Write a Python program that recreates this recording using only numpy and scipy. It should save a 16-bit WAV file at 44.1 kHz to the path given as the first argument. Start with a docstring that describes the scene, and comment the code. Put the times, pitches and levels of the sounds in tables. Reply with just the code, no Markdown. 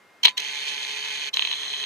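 """A camera's autofocus stepper motor, heard through the body by the camera's own two microphones.
It twitches, drives out of focus for a second, stops briefly, then runs back: uneven step impulses,
screw-rub noise, rattling play and coil-whine sines. The lens group clacks, knocks, scrapes and ticks
(impulses and noise bursts) and leaves springs ringing (decaying sines). The contacts and the drive ring
one small housing (filters and a noise tail), over a quiet room (shaped noise and a thin whine)."""
import sys
import numpy as np
from scipy import signal
from scipy.fft import rfft, irfft
from scipy.io import wavfile
from scipy.ndimage import uniform_filter1d

SR = 44100
rng = np.random.default_rng(int(sys.argv[2]) if len(sys.argv) > 2 else 0)


def to_wav(s):
    """Save 16-bit WAV."""
    ch = np.atleast_2d(s).T  # columns
    pcm = np.round(np.clip(ch, -1, 1) * 32767)  # PCM
    wavfile.write(sys.argv[1], SR, pcm.astype(np.int16))


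N = 81585
TIME = np.arange(N) / SR
FILTER_SIZE = 8192  # samples
FREQ = np.maximum(np.fft.rfftfreq(FILTER_SIZE, 1 / SR), 1)
LEFT_RIGHT = np.array([[1], [-1]])
CYCLE_HZ = 142.12  # one electrical cycle is four motor steps


def amp(db):
    """Decibels to gain."""
    return 10 ** (np.asarray(db) / 20)


def unit(x):
    """Scale to rms 1."""
    return x / np.sqrt(np.mean(x ** 2))


def curve(table, column=1):
    """One table column interpolated over log frequency."""
    table = np.array(table, float)
    return np.interp(np.log(FREQ), np.log(table[:, 0]), table[:, column])


def fade(t, t60_s):
    """Exponential decay from t = 0, 60 dB in t60_s, held at 1 before."""
    return np.exp(-np.log(1000) * np.maximum(t, 0) / t60_s)


def walk(hz):
    """Smooth random wander with a spread near 1, one new draw per 1/hz."""
    k = int(SR / hz)
    draws = np.repeat(rng.standard_normal(N // k + 1), k)
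    return 1.3 * uniform_filter1d(uniform_filter1d(draws, k), k)[:N]


def pulses(times_s, sizes):
    """Band-limited impulses at sub-sample times (windowed sinc)."""
    out = np.zeros(N)
    at = np.asarray(times_s)[:, None] * SR
    index = at.astype(int) + np.arange(-7, 9)
    shape = np.sinc(index - at) * np.sinc((index - at) / 8)
    inside = (index >= 0) & (index < N)
    np.add.at(out, index[inside], (shape * np.asarray(sizes)[:, None])[inside])
    return out


def response(db):
    """Minimum-phase response of unit energy with this colour, via the folded cepstrum."""
    cepstrum = irfft(np.log(amp(db)))
    cepstrum[1:FILTER_SIZE // 2] *= 2
    cepstrum[FILTER_SIZE // 2 + 1:] = 0
    return np.exp(rfft(cepstrum)) / np.sqrt(np.mean(amp(db) ** 2))


# room noise colour: f/Hz, relative density/dB
ROOM_COLOUR = [(18, -58), (30, -13), (171, -8.5), (194, -4), (310, -7.5), (391, -4.5), (658, -3.5),
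               (1910, -5), (2110, -14), (2350, -10), (14800, -31.5)]
ROOM_MID_DB, WHINE_HZ, WHINE_RMS_DB = -57.5, 2120, -63.5


def room(side_db=-7):
    """Soft noise, mostly common to both channels, plus a steady electronic whine."""
    colour = irfft(response(curve(ROOM_COLOUR)))
    mid, side = (signal.fftconvolve(rng.standard_normal(N + FILTER_SIZE), colour, "valid")[:N]
                 for _ in range(2))
    whine = np.sqrt(2) * amp(WHINE_RMS_DB) * np.sin(2 * np.pi * WHINE_HZ * TIME)
    return amp(ROOM_MID_DB) * (mid + amp(side_db) * side * LEFT_RIGHT) + whine


# springs left ringing: f/Hz, peak level/dB, t60/s
SPRINGS = [(422, -38.5, 0.097), (1010, -39.5, 0.48), (3735, -45.5, 0.48), (3900, -41, 0.067),
           (4480, -51, 0.45)]


def springs():
    """Small metal parts ring on as decaying sines after the hardest clack."""
    hardest_s = max(CLACKS, key=lambda row: row[1])[0]
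    t = TIME - hardest_s
    ring = sum(amp(db) * fade(t, t60_s) * np.sin(2 * np.pi * hz * t) for hz, db, t60_s in SPRINGS)
    return (t > 0) * ring


# paths to the two microphones: f/Hz, left minus right/dB, left lead/rad
MIC_PATHS = [(100, 0, 0), (450, -.5, 0), (1100, -1, .3), (1650, -5, -.3), (1950, -3, 0), (2130, 6, .8),
             (2400, -12, .3), (2800, -16, .4), (3150, -6, 2.4), (3600, -2, 3.7), (3950, 13, 2.2),
             (4500, 7, -1.5), (4900, 8, -1), (5350, -6, -3.6), (5850, -7, -5.6), (6450, 0, -6.25),
             (8800, 0, -6.3), (9150, 7, -6.4), (9600, 0, -6.3)]


def housing(force, db):
    """Colour a force and carry it to both mics with level and phase differences per frequency."""
    share = amp(LEFT_RIGHT * curve(MIC_PATHS) / 2)
    lead = np.exp(1j * LEFT_RIGHT * curve(MIC_PATHS, column=2) / 2)
    paths = irfft(response(db) * lead * share / np.sqrt(np.mean(share ** 2, axis=0)))
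    # centred so that phase leads are not wrapped to the end
    paths = np.roll(paths, FILTER_SIZE // 2, axis=1)
    return signal.fftconvolve(force[None], paths, axes=1)[:, FILTER_SIZE // 2:FILTER_SIZE // 2 + N]


# housing resonances: f/Hz, width/Hz, outward lift/dB, return lift/dB (lift sign ignored)
MODES = [(417.7, 19, 10.5, 13), (849, 28, 13, -2), (911, 13.3, 11.5, -2), (1064, 72, 6.5, 9.5),
         (1536, 20, 10, -1.5), (1713, 52, 9, 4.5), (2016, 87, 5.5, 4.5), (2127, 43, 10, 1.5),
         (2407, 56, 6.5, 0), (2567, 46, 9, 11.5), (3116, 58, 6, 1.5), (6313, 140, 12, 7.5),
         (6920, 140, 10, 1), (7910, 310, 9.5, 8.5), (8320, 480, 7.5, 8), (9160, 340, 16.5, 12)]


def resonances(column):
    """Summed resonance peaks of the housing modes, as lift in dB."""
    lift = 1
    for mode in MODES:
        detune = 2 * (FREQ - mode[0]) / mode[1]
        lift = lift + (amp(abs(mode[column])) ** 2 - 1) / (1 + detune ** 2)
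    return 10 * np.log10(lift)


def blows(table, hit_db, chatter_db, chatter_s, lead_s):
    """Each blow: a brief swelling graze, the impact, then dying chatter."""
    times_s, db = np.array(table).T
    chatter = sum(amp(d) * fade(TIME - t, chatter_s) * fade(t - TIME, lead_s) for t, d in table)
    return amp(hit_db) * pulses(times_s, amp(db)) + amp(chatter_db) * chatter * rng.standard_normal(N)


# hard clacks of the lens group: t/s, relative level/dB
CLACKS = [(.2512, -6), (.2534, -7.5), (.2547, -0.5), (.2582, -5), (.2685, -20), (.2721, -11), (.2817, -7),
          (.285, -21), (.311, -53)]
# knocks of the slack on the way back: t/s, relative level/dB
KNOCKS = [(1.3711, -15), (1.3941, -12.5), (1.4233, -14), (1.4511, -16), (1.4733, -18), (1.501, -29),
          (1.5143, -19), (1.5283, -21), (1.5355, -21.5), (1.633, -28), (1.652, -29), (1.7378, -23),
          (1.8393, -20.5)]
# scrapes as the drive takes hold: t/s, half length/s, relative level/dB
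SCRAPES = [(0.2356, 0.0031, -12.5), (0.2486, 0.0038, -11.5), (0.3781, 0.0058, -19), (0.399, .002, -29),
           (1.3402, 0.0058, -22.5)]
# sharp little ticks of the mechanism: t/s, relative level/dB
TICKS = [(.235, -29), (.2492, -52), (.2547, -14), (.3785, -19.5), (.402, -22.5), (1.341, -23.5),
         (1.3645, -26)]
# contact colour: f/Hz, then relative level/dB of outward drive, return drive, clack, knock, scrape
COLOUR = [(60, -45.5, -36, -57, -41, -46), (194, -26.5, -33, -50, -36, -42), (725, -24, -27, -31, -29, -74),
          (972, -21.5, -25.5, -16, -11, -11), (1384, -21.5, -26.5, -30, -25.5, -43),
          (1860, -11, -15.5, -16.5, -13.5, -20), (2764, -4.5, -16.5, -12, -1.5, -9),
          (3180, 0, 0, -3.5, -2.5, 3.5), (3844, -4, -13.5, -11, -3.5, -7), (4018, -1.5, -0.5, 0, 0.5, 4),
          (4550, -5.5, -21, -15, -18, -14.5), (4940, -20, -25.5, -24, -31, -46),
          (5630, -11, -18, -35, -26, -8.5), (5810, -16.5, -21, -33, -28, -14),
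          (8840, -35.5, -39, -52, -51, -38), (12170, -36.5, -43.5, -48, -52, -31.5),
          (14660, -54, -65, -58, -54, -61)]


def lens():
    """Impacts and rubbing of the lens group, each contact with its own colour."""
    clacks = blows(CLACKS, hit_db=15, chatter_db=-11, chatter_s=0.028, lead_s=0.012)
    knocks = blows(KNOCKS, hit_db=18.5, chatter_db=-9, chatter_s=0.025, lead_s=0.0152)
    scrape_level = sum(amp(db) * np.exp(-((TIME - t) / half_s) ** 2) for t, half_s, db in SCRAPES)
    scrapes = rng.standard_normal(N) * scrape_level
    ticks = blows(TICKS, hit_db=9, chatter_db=-5.5, chatter_s=.015, lead_s=0.0032)
    # f/Hz, relative level/dB
    tick_colour = curve([(100, -39), (600, -17), (2000, 1.5), (6000, 17), (9000, -5.5), (13000, -0.5),
                         (15000, -33)])
    return (housing(clacks, curve(COLOUR, column=3))
            + housing(knocks, curve(COLOUR, column=4))
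            + housing(scrapes, curve(COLOUR, column=5))
            + housing(ticks, tick_colour))


def running(moves, rise_s=.008):
    """Drive level: a quick linear rise, a hold, an exponential coast."""
    return sum(amp(db) * np.clip((TIME - on) / rise_s, 0, 1) * fade(TIME - off, coast_s)
               for on, off, db, coast_s in moves)


# coil whine partials: multiple of the cycle frequency
MULTIPLES = [3, 4, 6, 7, 12, 15, 17, 22, 23, 43, 45, 47, 49, 65]
# outward rms level/dB of each multiple, before flutter
COIL_OUT_DB = [-60, -69, -65, -60, -57, -45, -50, -49, -54, -60, -51, -70, -66, -65]
# return rms level/dB of each multiple, before flutter
COIL_BACK_DB = [-67, -70, -68, -72, -61, -51, -66, -52, -45, -55, -50, -65, -66, -61]
SPEED_WOBBLE, WANDER_HZ = .003, 9  # wobble: share of cycle frequency


def coils(flutter_db=1, flutter_hz=40.17):
    """Coils reversing in turn whine at cycle multiples; pitch wanders jointly, levels separately."""
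    turn_rad = 2 * np.pi * np.cumsum(CYCLE_HZ * (1 + SPEED_WOBBLE * walk(WANDER_HZ))) / SR
    out, back = (running([(on, off, 0, coast_s) for on, off, _, coast_s in moves])
                 for moves in (MOVES_OUT, MOVES_BACK))
    whine = 0
    for k, out_db, back_db in zip(MULTIPLES, COIL_OUT_DB, COIL_BACK_DB):
        level = (amp(out_db) * out + amp(back_db) * back) * amp(flutter_db * walk(flutter_hz))
        whine = whine + np.sqrt(2) * level * np.sin(k * turn_rad + rng.uniform(0, 2 * np.pi))
    return housing(whine, np.zeros(len(FREQ)))


# relative strength/dB of the four steps in a cycle
STEP_DB = [-1.5, -6, -3.5, 1]
STEP_JITTER_S = .00003


def drive(moves, step_db, step_scatter_db, rub_db, rub_decay, play_db, play_scatter_db, play_s):
    """Force on the screw: uneven steps, a rub after each, loose play rattling once a cycle."""
    count = int(N / SR * CYCLE_HZ) + 1
    order = len(STEP_DB)
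    chance = rng.standard_normal((count * order, 2))
    times_s = np.arange(count * order) / (CYCLE_HZ * order)
    sizes = amp(np.tile(STEP_DB, count) + step_scatter_db * chance[:, 0])
    signs = np.tile([1, 1, -1, -1], count)
    steps = pulses(times_s + STEP_JITTER_S * chance[:, 1], sizes * signs)
    phase = TIME * CYCLE_HZ * order  # in steps, as is rub_decay
    rub = rng.standard_normal(N) * sizes[phase.astype(int)] * np.exp(-(phase % 1) / rub_decay)
    loose = rng.standard_normal((count, 2))
    play = pulses(times_s[::order] + play_s * loose[:, 0], amp(play_scatter_db * np.tanh(loose[:, 1])))
    force = amp(step_db) * unit(steps) + amp(rub_db) * unit(rub) + amp(play_db) * unit(play)
    return running(moves) * unit(force)


# outward moves: start t/s, stop t/s, level/dB, coast t60/s
MOVES_OUT = [(.231, .295, -30.5, 0.08), (.372, 1.291, -31, 0.02)]
# return move: start t/s, stop t/s, level/dB, coast t60/s
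MOVES_BACK = [(1.342, 1.9, -31, .035)]
TIGHT_S, TIGHT_WIDTH_S, TIGHT_DB = 0.6865, 0.015, 6  # tight spot on the screw


def motor():
    """Gritty outward drive, louder at the tight spot, then the smoother return, via the housing."""
    out = drive(MOVES_OUT, step_db=-9.5, step_scatter_db=1, rub_db=1.5, rub_decay=0.46,
                play_db=-3, play_scatter_db=5.5, play_s=.0018)
    back = drive(MOVES_BACK, step_db=-5, step_scatter_db=-1.0, rub_db=1.5, rub_decay=0.52,
                 play_db=-5, play_scatter_db=1, play_s=0.0013)
    tight = amp(TIGHT_DB * np.exp(-((TIME - TIGHT_S) / TIGHT_WIDTH_S) ** 2))
    tilt_db = curve([(4500, -0.5), (6500, -2.5), (9000, -5), (12000, 2)])  # f/Hz, level/dB
    out_db = curve(COLOUR, column=1) + resonances(column=2) + tilt_db / 2
    back_db = curve(COLOUR, column=2) + resonances(column=3) + tilt_db
    return housing(out * tight, out_db) + housing(back, back_db)


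CASE_T60_S, CASE_DB, CASE_LOW_CUT_HZ = 0.03, -5, 1200


def case_ring(force):
    """Diffuse ring of the housing: convolution with decaying noise, independent per channel."""
    tail = rng.standard_normal((2, FILTER_SIZE)) * fade(TIME[:FILTER_SIZE], CASE_T60_S)
    tail /= np.sqrt(np.sum(tail ** 2, axis=1, keepdims=True))
    tail = signal.sosfilt(signal.butter(2, CASE_LOW_CUT_HZ, "high", fs=SR, output="sos"), tail)
    return amp(CASE_DB) * signal.fftconvolve(force, tail, axes=1)[:, :N]


def scene(lens_ring_db=-8):
    """The mechanism with the short diffuse ring of its case, over the room."""
    whirr, hits = motor(), lens()
    ring = case_ring(whirr + amp(lens_ring_db) * hits)
    return whirr + coils() + hits + ring + springs() + room()


LOW_CUT_HZ, TOP_HZ = 108.3, 15300


def record(dry):
    """The recorder clips at full scale, thins the bass and cuts the top."""
    clipped = np.clip(dry, -1, 1)
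    thin = signal.sosfilt(signal.butter(2, LOW_CUT_HZ, "high", fs=SR, output="sos"), clipped)
    return signal.sosfilt(signal.ellip(8, .2, 70, TOP_HZ, fs=SR, output="sos"), thin)


dry = scene()
out = record(dry)
to_wav(out)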